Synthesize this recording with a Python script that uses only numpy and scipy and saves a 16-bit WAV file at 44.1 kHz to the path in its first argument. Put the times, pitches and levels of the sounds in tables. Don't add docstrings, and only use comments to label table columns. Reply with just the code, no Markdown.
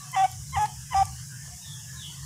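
import sys
import numpy as np
from scipy import signal
from scipy.fft import rfft, irfft
from scipy.io import wavfile
from scipy.ndimage import uniform_filter1d

SR = 44100
rng = np.random.default_rng(int(sys.argv[2]) if len(sys.argv) > 2 else 0)


def master(y):
    cut = np.clip(np.atleast_2d(y).T, -1, 1)
    pcm = np.round(cut * 32767)
    wavfile.write(sys.argv[1], SR, pcm.astype(np.int16))


N = 99225

# f/Hz, level/dB
AIR_COLOUR = [(20, -6), (45, -30.5), (70, -4.5), (120, 8.5), (170, 8), (205, 0), (280, -16.5), (400, -21),
              (560, -23.5), (750, -22), (1000, -12), (1350, -17.5), (1700, -10), (2350, -17.5),
              (3100, -12.5), (4100, -18), (4700, -10.5), (5200, -1.5), (7000, 0), (8500, -5), (10000, -6.5),
              (11500, -14), (15500, -16.5)]
# t/s, level/dB
AIR_DRIFT = [(0, 2.5), (.45, -1), (.87, 0.5), (1.2, 0), (1.55, -1.5), (1.9, -1), (2.24, 3)]
# t/s, deep tone level/dB, upper tone level/dB
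DRONE_LEVELS = [(0.0, -74, -47), (0.43, -38.5, -41.5), (0.45, -55, -40), (0.55, -41, -40.5),
                (0.59, -31.5, -39.5), (0.64, -55, -46), (0.8, -41.5, -41.5), (0.89, -59, -50),
                (0.98, -32, -40.5), (1.25, -53, -44), (1.26, -62, -43.5), (1.55, -46.5, -43.5),
                (1.6, -71, -79), (1.68, -50.5, -38.5), (1.78, -61, -43.5), (1.96, -48.5, -43.5),
                (2.17, -55.5, -43.5), (2.24, -42.5, -43)]
# t/s, level/dB, fade time/s, lowest f/Hz, highest f/Hz
GRIT = [(.1172, -36.5, 0.0022, 7000, 12000), (.3072, -50, 0.0012, 6500, 12000),
        (.3166, -28, 0.00064, 7000, 12500), (.5112, -39, .001, 6500, 12000),
        (0.613, -43, 0.0099, 7000, 12000), (.626, -39, 0.0061, 7000, 12000),
        (0.656, -39, 0.0086, 2500, 10000), (1.0539, -29, 0.0018, 6200, 10400),
        (1.475, -57.5, 0.035, 453, 1170), (1.93, -61, 0.011, 400, 1510)]
# f/Hz, time to fade by 60 dB/s
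ECHO_TIMES = [(200, 0.25), (800, 0.23), (3000, 0.41), (8000, 0.12)]
# t/s, length/s, first f/Hz, middle
# f/Hz, last f/Hz, level/dB, waver/share of pitch
FAR_TONES = [(0.0, 0.043, 1163, 1147, 1170, -47.5, 0.021), (0.0, 0.19, 770, 731, 793, -60.5, 0.028),
             (0.67, 0.02, 860, 757, 700, -46.5, 0.013), (1.155, 0.021, 2020, 1850, 1790, -59, 0.052),
             (1.29, 0.074, 1537, 1649, 1720, -52.5, 0.054), (1.369, 0.093, 1806, 1778, 1760, -55, 0.017),
             (1.503, 0.046, 693, 722, 710, -56, .01), (1.55, 0.28, 1800, 1778, 1734, -61.5, 0.029),
             (1.601, .22, 892, 882, 861, -66.5, .02), (1.609, 0.15, 3857, 3515, 3255, -49.5, 0.018),
             (1.854, .13, 1714, 1704, 1710, -53, 0.028), (1.927, 0.041, 1012, 1036, 1050, -60, 0.033),
             (1.957, 0.13, 3983, 3436, 2960, -48, 0.0172), (2.019, 0.042, 3390, 3146, 2780, -43.5, 0.047),
             (2.035, 0.065, 350, 348, 358, -68.5, 0.0226)]
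# t/s, pitch f/Hz, main tone level/dB, overtone level/dB, undertone level/dB
COURSE_1 = [(0.127, 1010.0, -56.0, -56.0, -70.0), (0.134, 1035.0, -42.0, -45.0, -70.0),
            (0.15, 1035.0, -34.0, -34.0, -53.0), (0.16, 925.0, -31.0, -38.0, -49.0),
            (0.167, 775.0, -23.0, -44.0, -34.0), (0.205, 760.0, -20.0, -44.0, -34.0),
            (0.225, 783.0, -20.0, -45.0, -39.0), (0.234, 765.0, -19.0, -44.0, -49.0),
            (0.245, 745.0, -17.0, -35.0, -45.0), (0.256, 758.0, -19.0, -43.0, -44.0),
            (0.263, 830.0, -34.0, -50.0, -51.0)]
COURSE_2 = [(0.524, 1030.0, -56.0, -56.0, -70.0), (0.545, 1070.0, -35.0, -41.0, -70.0),
            (0.556, 1035.0, -33.0, -35.0, -60.0), (0.565, 935.0, -30.0, -36.0, -50.0),
            (0.573, 780.0, -23.0, -47.0, -35.0), (0.583, 790.0, -23.0, -45.0, -37.0),
            (0.595, 855.0, -26.0, -43.0, -46.0), (0.62, 842.0, -23.0, -40.0, -44.0),
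            (0.644, 832.0, -22.0, -42.0, -43.0), (0.654, 860.0, -27.0, -44.0, -51.0),
            (0.662, 980.0, -38.0, -45.0, -54.0)]
COURSE_3 = [(0.904, 1010.0, -56.0, -56.0, -70.0), (0.913, 1020.0, -43.0, -52.0, -70.0),
            (0.932, 1010.0, -32.0, -37.0, -59.0), (0.942, 935.0, -33.0, -39.0, -47.0),
            (0.949, 765.0, -21.0, -44.0, -44.0), (0.965, 780.0, -21.0, -46.0, -33.0),
            (1.003, 785.0, -20.0, -46.0, -34.0), (1.021, 762.0, -17.0, -43.0, -43.0),
            (1.028, 785.0, -19.0, -44.0, -42.0), (1.034, 900.0, -48.0, -50.0, -50.0)]
# course, treble/dB, nasal buzz/dB, octave boost/dB, beak ring f/Hz, beak boost/dB
YELPS = [(COURSE_1, -1.3, 7.7, -1, 5000, 4.2),
         (COURSE_2, 1, 0, 3.4, 6350, 5.6),
         (COURSE_3, 0, -11, -1.4, 5090, 12)]
# f/Hz, level/dB
THROAT_COLOUR = [(300, -90), (420, -7), (780, 6), (1150, 4.5), (1550, -5), (1950, -3.5), (2300, -6),
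                 (2700, -10.5), (3050, -10), (3500, -12.5), (4400, -33.5), (5080, -16.5), (5800, -11),
                 (6700, -12), (8000, -17), (11000, -23.5), (15000, -47)]
# f/Hz, level/dB
TOWARD_YARD = [(400, 11.5), (780, 0.5), (1000, 13.5), (1300, 4), (2200, 3.5), (5000, 5.5)]


def amp(db):
    return 10 ** (np.asarray(db) / 20)


def unit(x):
    return x / np.sqrt(np.mean(abs(x) ** 2) + 1e-20)


def read(points, hz):
    f, value = np.transpose(points)
    return np.interp(np.log(hz + 1), np.log(f + 1), value)


def noise(gain):
    return unit(irfft(rfft(rng.standard_normal(N)) * gain(np.fft.rfftfreq(N, 1 / SR)), N))


def wander(hz):
    return noise(lambda f: np.exp(-(f / hz) ** 2))


def play(source, rows):
    out = np.zeros(N)
    for row in rows:
        start, sound = source(*row)
        part = out[round(start * SR):][:len(sound)]
        part += sound[:len(part)]
    return out


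def air():
    hiss = noise(lambda f: amp(read(AIR_COLOUR, f)))
    hz, t, bands = signal.stft(hiss, SR, nperseg=1024, noverlap=768)
    patches = uniform_filter1d(rng.standard_normal(bands.shape), size=6, axis=0)
    patches = unit(uniform_filter1d(patches, size=12, axis=1))
    middle = ((hz > 300) & (hz < 4600))[:, None]
    drift_db = np.interp(t, *np.transpose(AIR_DRIFT))
    db = np.where(middle, 5.5 * patches + drift_db, 1.5 * patches)
    return amp(-44) * unit(signal.istft(bands * amp(db), nperseg=1024, noverlap=768)[1][:N])


def drone(wobble_hz=24, swing=.45):
    t = np.arange(N) / SR
    times, deep_db, upper_db = np.transpose(DRONE_LEVELS)
    out = np.zeros(N)
    for hz, db in [(82, deep_db - .3), (131, upper_db - .7)]:
        wobble = wander(wobble_hz) + 1j * wander(wobble_hz)
        wobble = unit(wobble / (abs(wobble) ** 2 + 0.12) ** ((1 - swing) / 2))
        tone = np.sqrt(2) * (wobble * np.exp(2j * np.pi * hz * t)).real
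        out += amp(np.interp(t, times, db)) * tone
    return out


def scuff(start, db, fade_s, low_hz, high_hz, rise_s=0.0001):
    t = np.arange(SR // 10) / SR
    burst = noise(lambda f: (f / low_hz) ** 3
                  / np.sqrt((1 + (f / low_hz) ** 6) * (1 + (f / high_hz) ** 12)))[:len(t)]
    return start, amp(db) * burst * np.minimum(t / rise_s, 1) * np.exp(-t / fade_s)


def yard_echo(sound, echoes_per_s=2500, rise_s=0.014):
    echoes = rng.standard_normal(SR) * (rng.random(SR) < echoes_per_s / SR)
    echoes *= np.minimum(np.arange(SR) / SR / rise_s, 1)
    hz, t, bands = signal.stft(echoes, SR, nperseg=256)
    fade = amp(-60 * t / read(ECHO_TIMES, hz)[:, None])
    tail = signal.istft(bands * fade, SR, nperseg=256)[1]
    return signal.fftconvolve(sound, tail / np.linalg.norm(tail))[:N]


def far_tone(start, length, first_hz, middle_hz, last_hz, db, waver):
    progress = np.arange(0, length, 1 / SR) / length
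    glide = np.polyval(np.polyfit([0, .5, 1], [first_hz, middle_hz, last_hz], 2), progress)
    hz = glide * (1 + waver * wander(220)[:len(progress)])
    phase = 2 * np.pi * np.cumsum(hz) / SR
    swell = np.sqrt(abs(np.sin(np.pi * progress)))
    return start, amp(db) * swell * (np.sin(phase) + amp(-28) * np.sin(2 * phase))


def yelp(course, treble_db, buzz_db, octave_db, beak_hz, beak_db):
    times, pitch, *levels = np.transpose(course)
    t = np.arange(times[0], times[-1] + .002, 1 / SR)
    n = len(t)
    glide = np.interp(t, times, pitch)
    crack = np.exp(-((glide - 969) / 59.6) ** 2)
    whistle = np.interp(glide, [860, 930], [0, 1])
    hz = glide * (1 + (0.0052 + 0.018 * crack) * wander(240)[:n])
    phase = 2 * np.pi * np.cumsum(hz) / SR
    main, over, under = (np.interp(t, times, np.sqrt(amp(db))) ** 2 for db in levels)

    def colour(f, nasal_db):
        beak = beak_db / (1 + ((f - beak_hz) / 250) ** 2)
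        nasal = nasal_db * np.exp(-((f - 2770) / 800) ** 2)
        treble = (treble_db - 15 * whistle) / (1 + (3600 / f) ** 20)
        return read(THROAT_COLOUR, f) + beak + nasal + treble

    def stack(multiples, nasal_db, flicker_db=1.5):
        gains = amp([colour(k * glide, nasal_db) + octave_db * (k == 2) + flicker_db * wander(50.4)[:n]
                     for k in multiples])
        return (gains * np.cos(np.outer(multiples, phase))).sum(0) / np.linalg.norm(gains, axis=0)

    overtones = amp(1) * over * stack(np.arange(16) + 2, 0)
    undertones = amp(.7) * under * stack(np.arange(16) + .5, buzz_db)
    voice = np.sqrt(2) * (main * np.sin(phase) + overtones + undertones)
    voice *= 1 + 0.41 * crack * wander(240)[:n]
    throat_noise = noise(lambda f: amp(read(THROAT_COLOUR, f)) * f ** 4 / (f ** 4 + 820 ** 4))[:n]
    rasp = amp(-11.5) * (over + under) * throat_noise
    soft_ends = np.clip(np.minimum(t - t[0], t[-1] - t) / .002, 0, 1)
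    return times[0], (voice + rasp) * soft_ends


def toward_fences(voice):
    return irfft(rfft(voice) * amp(read(TOWARD_YARD, np.fft.rfftfreq(N, 1 / SR))), N)


def scene():
    hen = play(yelp, YELPS)
    distant = play(far_tone, FAR_TONES)
    echoes = amp(-19.5) * yard_echo(toward_fences(hen)) + yard_echo(distant)
    mix = drone() + air() + play(scuff, GRIT) + echoes + distant + hen
    return np.array([mix, mix])


def record(dry, top_hz=15600):
    treble_cut = signal.firwin(511, top_hz, window=("kaiser", 9), fs=SR)
    return signal.oaconvolve(dry, treble_cut[None], "same")


dry = scene()
out = record(dry)
master(out)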